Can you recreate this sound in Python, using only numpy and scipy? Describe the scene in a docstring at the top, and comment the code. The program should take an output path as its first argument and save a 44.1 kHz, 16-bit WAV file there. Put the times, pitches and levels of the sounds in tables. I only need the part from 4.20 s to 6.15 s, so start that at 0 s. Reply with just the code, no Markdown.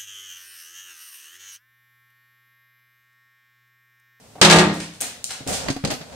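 """Soft taps on a steel tool chest in a garage; then its heavy lid drops shut and bounces: noise bands clang
as sheet metal, sine modes boom as the box. Loose steel rattles in flurries of noise ticks, and the lock clicks
in short noise bands. Then the camera is moved: fingers rub and knock on its case, as coloured noise and a low
note. Room tone lies under it all; the camera's limiter flattens the slam."""
import sys
import numpy as np
from scipy import signal
from scipy.fft import rfft, irfft, next_fast_len
from scipy.io import wavfile
from scipy.ndimage import uniform_filter1d

SR = 44100
rng = np.random.default_rng(int(sys.argv[2]) if len(sys.argv) > 2 else 0)


def int16_out(signal):
    """Quantize to a 16-bit WAV file."""
    q = np.round(np.clip(np.atleast_2d(signal).T, -1, 1) * 32767)
    wavfile.write(sys.argv[1], SR, q.astype(np.int16))


N = 85995

# left-right likeness of airborne sound: (frequency [Hz], correlation [0-1])
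AIR_LIKENESS = [(30, 1), (200, 0.99), (500, 0.9), (1200, 0.62), (2200, 0.13), (9000, 0.08)]
# left-right likeness of sound through the camera case: (frequency [Hz], correlation [0-1])
CASE_LIKENESS = [(60, 0.72), (300, 0.61), (2000, 0)]


def amp(db):
    """Decibels to gain."""
    return 10 ** (np.asarray(db) / 20)


def unit(x):
    """Scale to rms 1."""
    return x / np.sqrt(np.mean(x ** 2) + 1e-20)


def along(points, hz):
    """Read (Hz, value) points on a log frequency axis."""
    point_hz, values = np.transpose(points)
    return np.interp(np.log(hz + 1), np.log(point_hz + 1), values)


def filtered(x, response):
    """Apply a response of frequency to x."""
    size = next_fast_len(N + 2048, True)
    spectrum = rfft(x, size) * response(np.fft.rfftfreq(size, 1 / SR))
    return irfft(spectrum, size)[..., :N]


def half_angle(likeness, hz):
    """Half the angle whose cosine is the left-right correlation."""
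    return np.arccos(np.clip(along(likeness, hz), -1, 1)) / 2


def noise(colour, likeness, tilt=0, density=1):
    """Coloured stereo noise of rms 1; at a density under 1 it breaks into ticks."""
    grains = rng.standard_normal((2, N)) * (rng.random(N) < density)

    def mid_side_gain(hz):
        gain = amp(along(colour, hz) + tilt * np.log2(1 + hz / 1000))
        angle = half_angle(likeness, hz)
        return gain * [np.cos(angle), np.sin(angle)]

    mid, side = filtered(grains, mid_side_gain)
    return unit(np.array([mid + side, mid - side]))


def since(start_s):
    """Seconds since start_s, zero before it."""
    return np.maximum(np.arange(N) / SR - start_s, 0)


def strike(start_s, t60_s, rise_s=.0001):
    """Envelope with an exponential rise at start_s and an exponential decay."""
    t = since(start_s)
    return -np.expm1(-t / rise_s) * amp(-60 * t / t60_s)


def fading(x, t60_points, start_s=0):
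    """From start_s on, each frequency of x decays at its own rate."""
    hz, t, z = signal.stft(x, SR, nperseg=256)
    t60_s = along(t60_points, hz)[:, None]
    decay = amp(-60 * np.maximum(t - start_s, 0) / t60_s)
    return signal.istft(z * decay, SR, nperseg=256)[1][:, :N]


def wobble():
    """Random curve: straight lines between normal draws."""
    draws_per_s = 24
    return np.interp(since(0) * draws_per_s, np.arange(256), rng.standard_normal(256))


def in_garage(x, wet_db):
    """Add the garage's diffuse echo: x convolved with decaying noise."""
    # reverberation: (frequency [Hz], t60 [s])
    garage_t60 = [(100, 0.71), (1000, 0.47), (4000, 0.52), (9000, 0.37), (15000, 0.37)]
    delay_s, rise_s = 0.0023, 0.0013
    tail = fading(noise([(30, 0), (16000, 0)], AIR_LIKENESS), garage_t60)
    tail = tail * -np.expm1(-since(delay_s) / rise_s)
    echo = signal.fftconvolve(x, tail / np.linalg.norm(tail[0]), axes=1)[:, :N]
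    return x + amp(wet_db) * echo


def room_tone():
    """Steady broadband noise of the room."""
    # spectrum: (frequency [Hz], relative density [dB])
    tone_colour = [(20, -23), (60, -15.5), (110, -5), (200, -12), (500, -21), (1200, -23.5), (4000, -23.5),
                   (9000, -23), (11000, -28.5), (15500, -35)]
    level_db = -53
    return amp(level_db) * noise(tone_colour, AIR_LIKENESS)


def rubbing():
    """Fingers rub the camera case: grainy noise under a moving level."""
    # level curve: (time [s], level [dB])
    rub_levels = [(1.17, -53.5), (1.21, -46), (1.255, -52), (1.291, -25.5), (1.38, -34.5), (1.475, -31.5),
                  (1.53, -46), (1.61, -57), (1.702, -31), (1.779, -42), (1.869, -46.5), (1.95, -38)]
    # spectrum: (frequency [Hz], relative level [dB])
    rub_colour = [(20, -32), (75, 6), (180, 0), (235, 5), (265, 7), (310, -18), (430, 3), (700, 3),
                  (1100, -7.5), (2500, -12), (4500, -13.5), (8000, -15.5), (16000, -47)]
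    level_db = np.interp(since(0), *np.transpose(rub_levels))
    return amp(level_db) * noise(rub_colour, CASE_LIKENESS, density=0.22)


def knocks():
    """Each knock on the case: thump, hollow clack, gritty scrape and a low note that lingers faintly."""
    # (time [s], thump [dB], clack [dB], low note [dB], scrape [dB], scrape tilt [dB/octave of 1 + f/1 kHz],
    #  t60 of thump, clack and scrape [s])
    knock_list = [(1.205, -40.5, -42, -33, -52, -9, 0.21), (1.265, -31, -27.5, -31, -52, -2, .12),
                  (1.31, -47, -22.5, -52, -54.5, -2, 0.12), (1.4837, -38, -18.5, -48, -15, -5.5, 0.053),
                  (1.501, -21, -26, -10.5, -22, 2.5, 0.089), (1.563, -29, -25, -19, -34.5, -1, 0.065),
                  (1.638, -17, -26, -32, -28.5, -7.5, 0.13), (1.6485, -15.5, -22, -23, -17, 2, 0.054),
                  (1.672, -18, -33.5, -27, -28.5, 5, 0.089), (1.703, -32, -25.5, -28, -19.5, 2.5, 0.083),
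                  (1.716, -24.5, -21, -26, -26.5, -1.5, 0.12), (1.735, -44, -40, -37, -26.5, 3, 0.083),
                  (1.809, -41, -37.5, -37, -36.5, -3, 0.14)]
    # spectra: (frequency [Hz], relative level [dB])
    thump_colour = [(15, -43), (35, -10), (70, -31), (130, 2.5), (250, -8), (600, -13), (3000, -72)]
    clack_colour = [(30, -20), (150, -12.5), (255, -4.5), (340, -20.5), (480, -15.5), (720, -5),
                    (1000, -29), (2000, -26), (6000, -42)]
    scrape_colour = [(100, -6.5), (700, -10.5), (1500, -1.5), (3000, -4), (3800, -3.5), (4700, -1),
                     (5600, -6.5), (6500, -6), (10000, -17), (16000, -56)]
    rise_s, scrape_room_db = .0015, -8.5
    note_hz, note_t60_s = 274.6, 0.035
    linger_db, linger_t60_s = -13.5, 0.59  # level relative to the clack
    out, scrapes = np.zeros((2, N)), np.zeros((2, N))
    for s, thump_db, clack_db, note_db, scrape_db, tilt, t60_s in knock_list:
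        envelope = strike(s, t60_s, rise_s)
        thump = amp(thump_db) * noise(thump_colour, CASE_LIKENESS)
        clack = amp(clack_db) * noise(clack_colour, CASE_LIKENESS)
        out += (thump + clack) * envelope
        note = amp(note_db) * strike(s, note_t60_s, rise_s)
        note = note + amp(clack_db + linger_db) * strike(s, linger_t60_s, rise_s)
        phase = 2 * np.pi * note_hz * since(s) + rng.normal(0, 0.41, (2, 1))
        out += note * np.sin(phase)
        scrape = noise(scrape_colour, CASE_LIKENESS, tilt, density=0.18)
        scrapes += amp(scrape_db) * scrape * envelope
    return out + in_garage(scrapes, scrape_room_db)


def taps():
    """Light contacts sound the hollow midrange of the chest's panels as noise bursts."""
    # (time [s], level [dB], t60 [s])
    tap_list = [(0.1534, -36.5, 0.089), (.184, -51, 0.072), (0.809, -32.5, 0.2), (1.125, -46.5, .2)]
    # spectrum: (frequency [Hz], relative level [dB])
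    tap_colour = [(60, -19), (230, -1.5), (350, -10.5), (620, 4), (820, -4), (1100, -14), (4000, -23),
                  (12000, -39)]
    rise_s, room_db = 0.0017, -4
    out = np.zeros((2, N))
    for s, db, t60_s in tap_list:
        out += amp(db) * noise(tap_colour, AIR_LIKENESS) * strike(s, t60_s, rise_s)
    return in_garage(out, room_db)


def rattles():
    """Loose steel rattles in short flurries of ticks."""
    # (time [s], level [dB], rise time constant [s], t60 [s], tilt [dB/octave of 1 + f/1 kHz])
    rattle_list = [(0.181, -38.5, 0.0018, 0.11, -20.5), (.53, -31.5, 0.017, 0.18, 6.5),
                   (0.599, -30, 0.0012, 0.17, 0.5), (0.734, -42.5, 0.0028, 0.12, 3),
                   (0.801, -26.5, 0.013, 0.28, 0.5), (1.087, -31, 0.009, 0.15, 1.5),
                   (1.104, -23.5, 0.0026, 0.094, 2.5), (1.274, -26.5, .001, 0.23, 8),
                   (1.322, -19, 0.012, 0.17, 5)]
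    # spectrum: (frequency [Hz], relative level [dB])
    rattle_colour = [(60, -27), (250, 2), (700, -1.5), (1800, 5.5), (4500, 4), (9000, 0), (11000, -12),
                     (16000, -26)]
    ticks_per_s, room_db = 2800, 1.5
    out = np.zeros((2, N))
    for s, db, rise_s, t60_s, tilt in rattle_list:
        ticks = noise(rattle_colour, AIR_LIKENESS, tilt, ticks_per_s / SR)
        out += amp(db) * ticks * strike(s, t60_s, rise_s)
    return in_garage(out, room_db)


def lock():
    """The lock and other small hard parts snap with almost no ring, each above its own band edge."""
    # (time [s], level [dB], lower band edge [Hz])
    click_list = [(0.8062, -16.5, 6250), (0.8103, -13, 8640), (0.813, -12.5, 8550), (0.8193, -12, 6840),
                  (1.0425, -8.5, 3900), (1.529, -26, 4950), (1.715, -20.5, 10500)]
    # spectrum: (frequency [Hz], relative level [dB])
    click_colour = [(100, -33), (2500, 9), (4300, 6), (6000, 8), (9000, 4.5), (11500, -4.5), (16000, -15)]
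    t60_s, room_db = 0.0064, -1
    edge_ratio, below_edge_db = .8, -17
    out = np.zeros((2, N))
    for s, db, edge_hz in click_list:
        edge = [(edge_ratio * edge_hz, below_edge_db), (edge_hz, 0)]
        snap = filtered(noise(click_colour, AIR_LIKENESS), lambda hz: amp(along(edge, hz)))
        out += amp(db) * unit(snap) * strike(s, t60_s)
    return in_garage(out, room_db)


def lid_clang(blows):
    """Each blow cracks and sets off a crowd of high sheet modes, as noise fading by frequency."""
    # spectrum: (frequency [Hz], relative level [dB])
    sheet_colour = [(30, -31), (70, -6), (130, -1), (300, 0.5), (800, 1.5), (2000, 1.5), (4000, 3),
                    (8500, -4), (11000, -19), (16000, -35)]
    # decay: (frequency [Hz], t60 [s])
    sheet_t60 = [(60, 0.6), (300, 0.51), (2000, 0.31), (5000, 0.14), (12000, 0.18)]
    crack_db, crack_t60_s, room_db = -15, 0.12, -13.5
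    clang = np.zeros((2, N))
    for s, clang_db, _, _ in blows:
        sheet = fading(noise(sheet_colour, AIR_LIKENESS), sheet_t60, s) * (since(s) > 0)
        crack = noise(sheet_colour, AIR_LIKENESS, tilt=7.9, density=0.15) * strike(s, crack_t60_s)
        clang += amp(clang_db) * (sheet + amp(crack_db) * crack)
    return in_garage(clang, room_db)


def lid_boom(blows):
    """Blows add energy to the box's sine modes, whose pitch and level waver at random."""
    # (frequency [Hz], mean level [dB], t60 [s])
    modes = [(168, -4, 0.54), (201.5, -4, 0.52), (307.8, -11, 0.57), (361.6, 1.5, 0.28), (484, -10, 0.28),
             (547, -4.5, 0.23), (629, -7.5, 0.3), (729, -12.5, 0.33), (799, -11.5, 0.34),
             (895, -12.5, 0.37), (1201, -15, 0.33), (1646, -13.5, 0.33), (1897, -25.5, 0.51)]
    swell_s, wander_rad, flutter_db = .03, .6, 2.2
    boom = np.zeros((2, N))
    for hz, db, t60_s in modes:
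        octaves = np.log2(hz / modes[0][0])
        energy = np.zeros(N)
        for s, _, boom_db, tilt in blows:
            energy += (amp(boom_db + tilt * octaves) * strike(s, t60_s, swell_s)) ** 2
        # opposite phase shifts left and right
        spread = half_angle(AIR_LIKENESS, hz) * rng.choice([-1, 1]) * np.array([[1], [-1]])
        phase = 2 * np.pi * (hz * since(0) + rng.random()) + wander_rad * wobble()
        level = amp(db + flutter_db * wobble()) * np.sqrt(energy)
        boom += level * np.sin(phase + spread)
    return boom


def lid():
    """The falling lid's blows excite both sheet clang and box boom."""
    # (time [s], clang [dB], boom [dB], boom tilt [dB/octave above the lowest mode])
    blows = [(0.2143, 1.5, -0.5, -6), (0.2252, -0.5, -3, -3), (0.249, 1, 0.5, -2.5),
             (0.2989, -2.5, -19.5, 6.5), (0.31, -1.5, -3.5, 4.5), (0.325, -3, -4, -6), (0.359, -9, -10, 3),
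             (0.3857, -6.5, -39, -16), (0.434, -34, -38, -5)]
    return lid_clang(blows) + lid_boom(blows)


def scene():
    """Room tone, the hand on the camera and the chest."""
    return room_tone() + rubbing() + knocks() + taps() + rattles() + lock() + lid()


def record(dry):
    """A limiter ducks on short-term power and recovers slowly; remaining peaks clip; then the band limit."""
    window_s, limit_rms, release_db_per_s = 0.017, .42, 43
    top_hz = 15700
    power = uniform_filter1d(np.mean(dry ** 2, 0), max(int(window_s * SR), 2))  # centred window
    over_db = 10 * np.log10(np.maximum(power / limit_rms ** 2, 1))
    recovery_db = release_db_per_s * since(0)
    duck_db = np.maximum.accumulate(over_db + recovery_db) - recovery_db
    clipped = np.clip(dry * amp(-duck_db), -1, 1)
    return filtered(clipped, lambda hz: hz < top_hz)


dry = scene()
out = record(dry)
int16_out(out)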